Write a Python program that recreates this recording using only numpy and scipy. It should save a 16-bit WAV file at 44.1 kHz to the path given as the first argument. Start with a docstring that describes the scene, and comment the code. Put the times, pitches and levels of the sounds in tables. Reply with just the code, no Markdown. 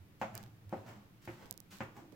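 """A small quiet room: four slow footsteps cross to a litter box, heard from a hand-held camera.
Each heel knocks the floor and sets it ringing, then the sole rolls down with a gritty scuff.
Clothing swishes, grit ticks underfoot and soft bumps fall between the steps. The room booms low
over a steady hiss, and the camera's case clicks in the hand next to the right microphone."""
import sys
import numpy as np
from scipy import signal
from scipy.fft import rfft, irfft
from scipy.io import wavfile
from scipy.ndimage import uniform_filter1d

SR = 44100
rng = np.random.default_rng(int(sys.argv[2]) if len(sys.argv) > 2 else 0)


def to_wav(s):
    """Save 16-bit WAV."""
    ch = np.atleast_2d(s).T  # columns
    pcm = np.round(np.clip(ch, -1, 1) * 32767)  # PCM
    wavfile.write(sys.argv[1], SR, pcm.astype(np.int16))


N = 94815


def amp(db):
    """Decibels to gain."""
    return 10 ** (np.asarray(db) / 20)


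def unit_rms(x):
    """Normalises to rms 1."""
    return x / np.sqrt(np.mean(x ** 2) + 1e-20)


def read(curve, hz):
    """Reads a curve on a log-frequency axis."""
    f, value = np.transpose(curve)
    return np.interp(np.log(hz + 1), np.log(f + 1), value)


def add(mix, start_s, sound):
    """Lays a stereo sound into the mix at its cue."""
    part = mix[:, max(round(start_s * SR), 0):][:, :sound.shape[1]]
    part += sound[:, :part.shape[1]]


def eq(x, *curves, size=4096):
    """Minimum-phase EQ with the summed dB of the curves."""
    hz = abs(np.fft.fftfreq(size, 1 / SR))
    log_gain = np.log(amp(sum(read(curve, hz) for curve in curves)))
    response = np.exp(np.conj(signal.hilbert(log_gain)))
    taps = np.fft.ifft(response).real[:size // 2]
    return signal.fftconvolve(x, taps[None], axes=1)


# Stereo image of the room: f/Hz, left-right correlation/(-1 to 1)
CORRELATION = [(30, 1), (100, 0.87), (220, 0.87), (400, 0.73), (800, 0.31), (1400, -0.12), (3000, -0.011),
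               (16000, -0.3)]
def diffuse(n):
    """Noise arriving from all sides: centred in the bass, wide in the treble."""
    left, unrelated = rfft(rng.standard_normal((2, n)))
    same = np.clip(read(CORRELATION, np.fft.rfftfreq(n, 1 / SR)), -1, 1)
    right = same * left + np.sqrt(1 - same ** 2) * unrelated
    return irfft(np.array([left, right]), n)


# Reverb decay: f/Hz, T60/s
REVERB_DECAY = [(100, 0.71), (300, 0.99), (700, 0.69), (1800, 0.48), (5000, 0.71), (16000, 0.24)]
def reverb(size=24576, early_db=9.5, early_fade_s=0.034, attack_s=0.0021):
    """The room's impulse response: dense early reflections, then a tail that dies band by band."""
    hz, t, bands = signal.stft(diffuse(size), SR, nperseg=256)
    decay = amp(-60 * t / read(REVERB_DECAY, hz)[:, None])
    early_lift = 1 + amp(early_db) * np.exp(-t / early_fade_s)
    tail = signal.istft(bands * decay * early_lift, SR, nperseg=256)[1][:, :size]
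    spectrum = rfft(tail * np.minimum(np.arange(size) / (attack_s * SR), 1))
    contour = np.sqrt(uniform_filter1d((abs(spectrum) ** 2).mean(0), size=60))
    return irfft(spectrum / contour, size)  # flat overall, energy 1


# Room tone and hiss EQ: f/Hz, level/dB
AIR_EQ = [(20, -11), (38, -15), (55, -14.5), (95, -3.5), (150, -4.5), (200, -5.5), (250, -17), (295, -8.5),
          (420, -18), (750, -25), (1200, -24.5), (2300, -27), (4000, -32.5), (9000, -40), (14000, -33.5),
          (16000, -35.5)]
def air(level_db=-62, preroll=4096):
    """A steady bed of room tone and microphone hiss."""
    bed = eq(diffuse(N + preroll), AIR_EQ)[:, preroll:preroll + N]
    return amp(level_db) * unit_rms(bed)


def drift(top_hz):
    """Random modulation from 1 Hz up to top_hz, rms 1."""
    t = np.arange(N) / SR
    rates_hz = np.geomspace(1, top_hz, 20)
    return unit_rms(sum(np.sin(2 * np.pi * (hz * t + rng.random())) for hz in rates_hz))


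# Fader ride on the room's boom: t/s, level/dB
BOOM_RIDE = [(0, -58.5), (.1, -61.5), (.17, -71.5), (.3, -64), (.39, -46), (.48, -57), (.57, -65),
             (.67, -52.5), (.8, -58), (.9, -56), (1.02, -70), (1.2, -73.5), (1.602, -69.5), (2.15, -80)]
def boom(pitch_hz=110.9, wander_hz=8.75, flutter=0.47):
    """A low resonance of the room that swells and wavers."""
    level = amp(np.interp(np.arange(N) / SR, *np.transpose(BOOM_RIDE)))
    cycles = np.cumsum(pitch_hz + wander_hz * drift(top_hz=24.38)) / SR
    tremolo = 1 + flutter * drift(top_hz=21.42)
    return level * unit_rms(np.sin(2 * np.pi * cycles) * tremolo)


def friction(cues, tone, slips_per_s=3000, spread_db=1.5, direct_db=-4):
    """One rub per cue: a swell of tiny slips, sounding in the room."""
    out = np.zeros((2, N))
    t = np.arange(int(0.4 * SR)) / SR
    for start, attack, fade, db, treble_db, bass_db in cues:
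        slips = rng.standard_normal(len(t)) * (rng.random(len(t)) < slips_per_s / SR)
        slips *= amp(spread_db * np.minimum(rng.exponential(1, len(t)), 3))
        swell = np.minimum(t / attack, 1) * np.exp(-np.maximum(t - attack, 0) / fade)
        space = reverb()
        space[:, 0] += amp(direct_db)
        rub = signal.fftconvolve((slips * swell)[None], space, axes=1)
        rub = eq(rub, tone, [(450, bass_db), (1500, 0), (5000, treble_db)])
        makeup = np.sqrt(2 * np.sum(swell ** 2) / np.sum(rub ** 2))
        add(out, start, amp(db) * makeup * rub)
    return out


# Cloth cues: t/s, attack/s, fade/s, level/dB, treble/dB, bass/dB
CLOTH_CUES = [(0.191, 0.011, 0.075, -66, 7, -16), (0.689, 0.03, 0.18, -61, -4, 3),
              (1.212, 0.012, 0.14, -62.5, 4.5, -10), (1.285, 0.0099, 0.065, -58.5, -4, -0.5),
              (1.701, 0.012, 0.052, -52.5, 4.5, -2)]
# Cloth EQ: f/Hz, level/dB
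CLOTH_EQ = [(60, -21), (200, 5), (300, 9), (600, 6.5), (900, 12.5), (1500, 11), (3300, 4.5), (8000, -2),
            (8800, -7.5), (13000, -5.5), (16000, -4.5)]
def clothing():
    """Fabric rubs and swishes as the walker moves."""
    return friction(CLOTH_CUES, CLOTH_EQ)


def crack(fade_s, size=512):
    """A very short noise burst, energy 1 in each channel."""
    burst = rng.standard_normal((2, size)) * np.exp(-np.arange(size) / SR / fade_s)
    return burst / np.linalg.norm(burst, axis=1, keepdims=True)


# Grit cues: t/s, pre-EQ level/dB
GRIT_CUES = [(.1992, -44), (0.2178, -37), (.6942, -37), (1.2541, -33), (1.8075, -49), (1.8342, -36)]
# Grit EQ: f/Hz, level/dB
GRIT_EQ = [(100, 6.5), (1500, 2), (6000, -2.5), (9500, -5), (15000, -1)]
def grit(reverb_db=-2):
    """Grit ticks lightly underfoot and the room answers."""
    out = np.zeros((2, N))
    for start, db in GRIT_CUES:
        tick = amp(reverb_db) * reverb()
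        add(tick, 0, crack(fade_s=0.001))
        add(out, start, amp(db) * eq(tick, GRIT_EQ))
    return out


# Heel hits: t/s, then level/dB for boom, thud, body, knock, rap, clack, tick
HEEL_CUES = [(0.215, -21.5, -18, -23, -13.5, -16.5, -21.5, -34.5),
             (.7266, -18.5, -15, -15.5, -18, -24, -34, -52.5),
             (1.2762, -18.5, -30, -18.5, -31, -28.5, -27.5, -50),
             (1.8059, -16.5, -18, -19.5, -25, -19, -22.5, -40.5)]
# Where those seven bands sit: f/Hz
HEEL_BANDS = [105, 210, 340, 750, 1150, 2100, 5000]
# EQ common to all heels: f/Hz, level/dB
HEEL_EQ = [(20, -82), (50, -5), (85, 12), (200, 15), (265, 9), (335, 11.5), (440, 2.5), (550, 10.5),
           (850, 9.5), (1150, 6.5), (1600, 6), (2700, 6), (3600, -1), (7500, 1.5), (9500, -24), (16000, -6)]
# Bounces off near walls and floor: delay/s, gain/ratio to the direct hit
REFLECTIONS = [(.0013, .7), (.0036, 0.5), (.0087, -.6), (0.0144, .5), (0.0188, -0.7)]
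# Floor resonances: f/Hz, pre-EQ level/dB, T60/s
FLOOR_RING = [(115.5, -13.5, 0.38), (225.8, -11.5, 0.19), (351.6, -12, 0.084), (532.5, -7.5, 0.24),
              (650, -19, 0.21), (764.5, -14.5, 0.22), (833, -12.5, 0.1), (885, -19, 0.14),
              (1440, -23.5, 0.3), (1538, -18.5, 0.23), (1788, -15, 0.18), (2444, -20, 0.37)]
# Low cut on the reverb, as the deepest bass comes from the floor itself: f/Hz, level/dB
REVERB_LOW_CUT = [(120, -9), (260, -0.5)]
def heels(direct_db=1.5, reverb_db=13):
    """Each blow rings the floor and arrives directly, off near walls and through the room."""
    out = np.zeros((2, N))
    for start, *bands_db in HEEL_CUES:
        blow = amp(reverb_db) * eq(reverb(), REVERB_LOW_CUT)
        blow[:, 0] += amp(direct_db)
        for delay, gain in REFLECTIONS:
            add(blow, delay, np.full((2, 1), gain * amp(direct_db)))
        t = np.arange(blow.shape[1]) / SR
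        for hz, db, t60 in FLOOR_RING:
            ring = amp(-60 * t / t60) * np.cos(2 * np.pi * hz * t)
            blow += amp(db) * ring / np.linalg.norm(ring)
        add(out, start, eq(blow, HEEL_EQ, list(zip(HEEL_BANDS, bands_db))))
    return out


# Bumps around the heel hits: t/s, level/dB, f/Hz
BUMP_CUES = [(.31, -20, 199), (.405, -18.5, 203), (0.966, -17.5, 205), (1.728, -17, 192),
             (1.972, -25.5, 810), (1.976, -24, 131.9), (2.018, -21, 331), (2.076, -22, 311)]
def bumps(attack_s=0.0072, t60_s=0.15, ring_db=-28.5, skirt_db=-48):
    """Soft, dull bumps: a brief ring at one pitch in a wash of band-passed reverb."""
    out = np.zeros((2, N))
    t = np.arange(SR // 4) / SR
    envelope = (1 - np.exp(-t / attack_s)) * amp(-60 * t / t60_s)
    for start, db, hz in BUMP_CUES:
        ring = envelope * np.sin(2 * np.pi * hz * t)
        band_pass = [(hz / 4, skirt_db), (hz, 0), (hz * 4, skirt_db), (SR, 2 * skirt_db)]
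        bump = eq(reverb(), band_pass)
        add(bump, 0, amp(ring_db) * np.array([ring, ring]))
        add(out, start, amp(db) * bump)
    return out


# Scuff cues: t/s, attack/s, fade/s, level/dB, treble/dB, bass/dB
SOLE_CUES = [(.328, 0.027, 0.037, -50.5, -0.5, -2), (0.841, 0.041, 0.054, -51.5, -1.5, 3.5),
             (1.349, 0.078, 0.037, -54.5, -0.5, 5.5), (1.941, 0.026, 0.041, -51, 0, 10.5)]
# Scuff EQ: f/Hz, level/dB
SOLE_EQ = [(30, -45), (80, -35), (150, 0.5), (220, 4.5), (450, -3.5), (800, 3.5), (1500, -0.5),
           (2500, -5.5), (3600, -13), (8000, -14.5), (8800, -26), (16000, -16.5)]
def soles():
    """After each heel the sole rolls down and scuffs the floor."""
    return friction(SOLE_CUES, SOLE_EQ)


# Case clicks: t/s, pre-EQ level/dB, body at 2 kHz and below/dB
CLICK_CUES = [(.3530, -27.5, -8), (0.353, -18.5, -28), (.3779, -22, 11), (0.4296, -34.5, 18.5),
              (0.438, -34, 19), (0.4627, -47, 31), (.479, -48, 9), (1.4584, -41.5, 26), (1.465, -43, 20),
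              (1.5102, -11, -5), (1.5264, -24, -2), (1.541, -39, 16), (1.5772, -24, -7), (1.6033, -25, -9),
              (1.769, -36, 11), (1.786, -37, 16), (2.1239, -42.5, 11)]
# Plastic EQ: f/Hz, level/dB
CLICK_EQ = [(100, 2), (1000, -10.5), (2200, -18), (3300, -3), (4800, 3.5), (8000, 2.5), (10000, -1.5),
            (12000, 5), (15500, -0.5)]
def case_clicks(left_ring_db=-31, right_ring_db=-12):
    """The plastic case snaps dryly by the right microphone, shaded from the left."""
    out = np.zeros((2, N))
    for start, db, body_db in CLICK_CUES:
        snap = crack(fade_s=0.0004) * amp([[left_ring_db], [right_ring_db]])
        snap[1, 0] += 1  # hard transient, right only
        add(out, start, amp(db) * eq(snap, CLICK_EQ, [(2000, body_db), (7000, 0)]))
    return out


# Handling nudges: t/s, fade/s, level/dB
NUDGE_CUES = [(1.445, 0.038, -61), (1.505, 0.048, -59.5), (2.12, 0.052, -53.5)]
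# Nudge EQ: f/Hz, level/dB
NUDGE_EQ = [(30, -8), (120, 8), (200, 5.5), (320, 6.5), (600, -1.5), (1500, -16.5), (4000, -20.5),
            (16000, -35)]
def hand_nudges(left_db=-7.5):
    """The hand pushes on the case: dull puffs of noise, leaning right."""
    out = np.zeros((2, N))
    pan = amp([[left_db], [0]])
    for start, fade, db in NUDGE_CUES:
        rumble = unit_rms(eq(diffuse(SR // 4), NUDGE_EQ))
        envelope = np.exp(-np.arange(rumble.shape[1]) / SR / fade)
        add(out, start, amp(db) * rumble * envelope * pan)
    return out


def scene():
    """The walker, the hand on the camera and the room."""
    walker = heels() + soles() + clothing() + bumps() + grit()
    handling = case_clicks() + hand_nudges()
    return walker + handling + boom() + air()


# Microphone balance: f/Hz, right over left/dB
MIC_BALANCE = [(50, 9.5), (150, -1.5), (330, 3), (600, -.8), (2000, 0.2), (8000, 1)]
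def record(dry, cutoff_hz=16300):
    """Two unequal microphones, then a steep high cut."""
    lean_db = read(MIC_BALANCE, np.fft.rfftfreq(N, 1 / SR)) / 2
    heard = irfft(rfft(dry) * amp([-lean_db, lean_db]), N)
    high_cut = signal.firwin(255, cutoff_hz, window=("kaiser", 8), fs=SR)
    return signal.oaconvolve(heard, high_cut[None], "same")


dry = scene()
out = record(dry)
to_wav(out)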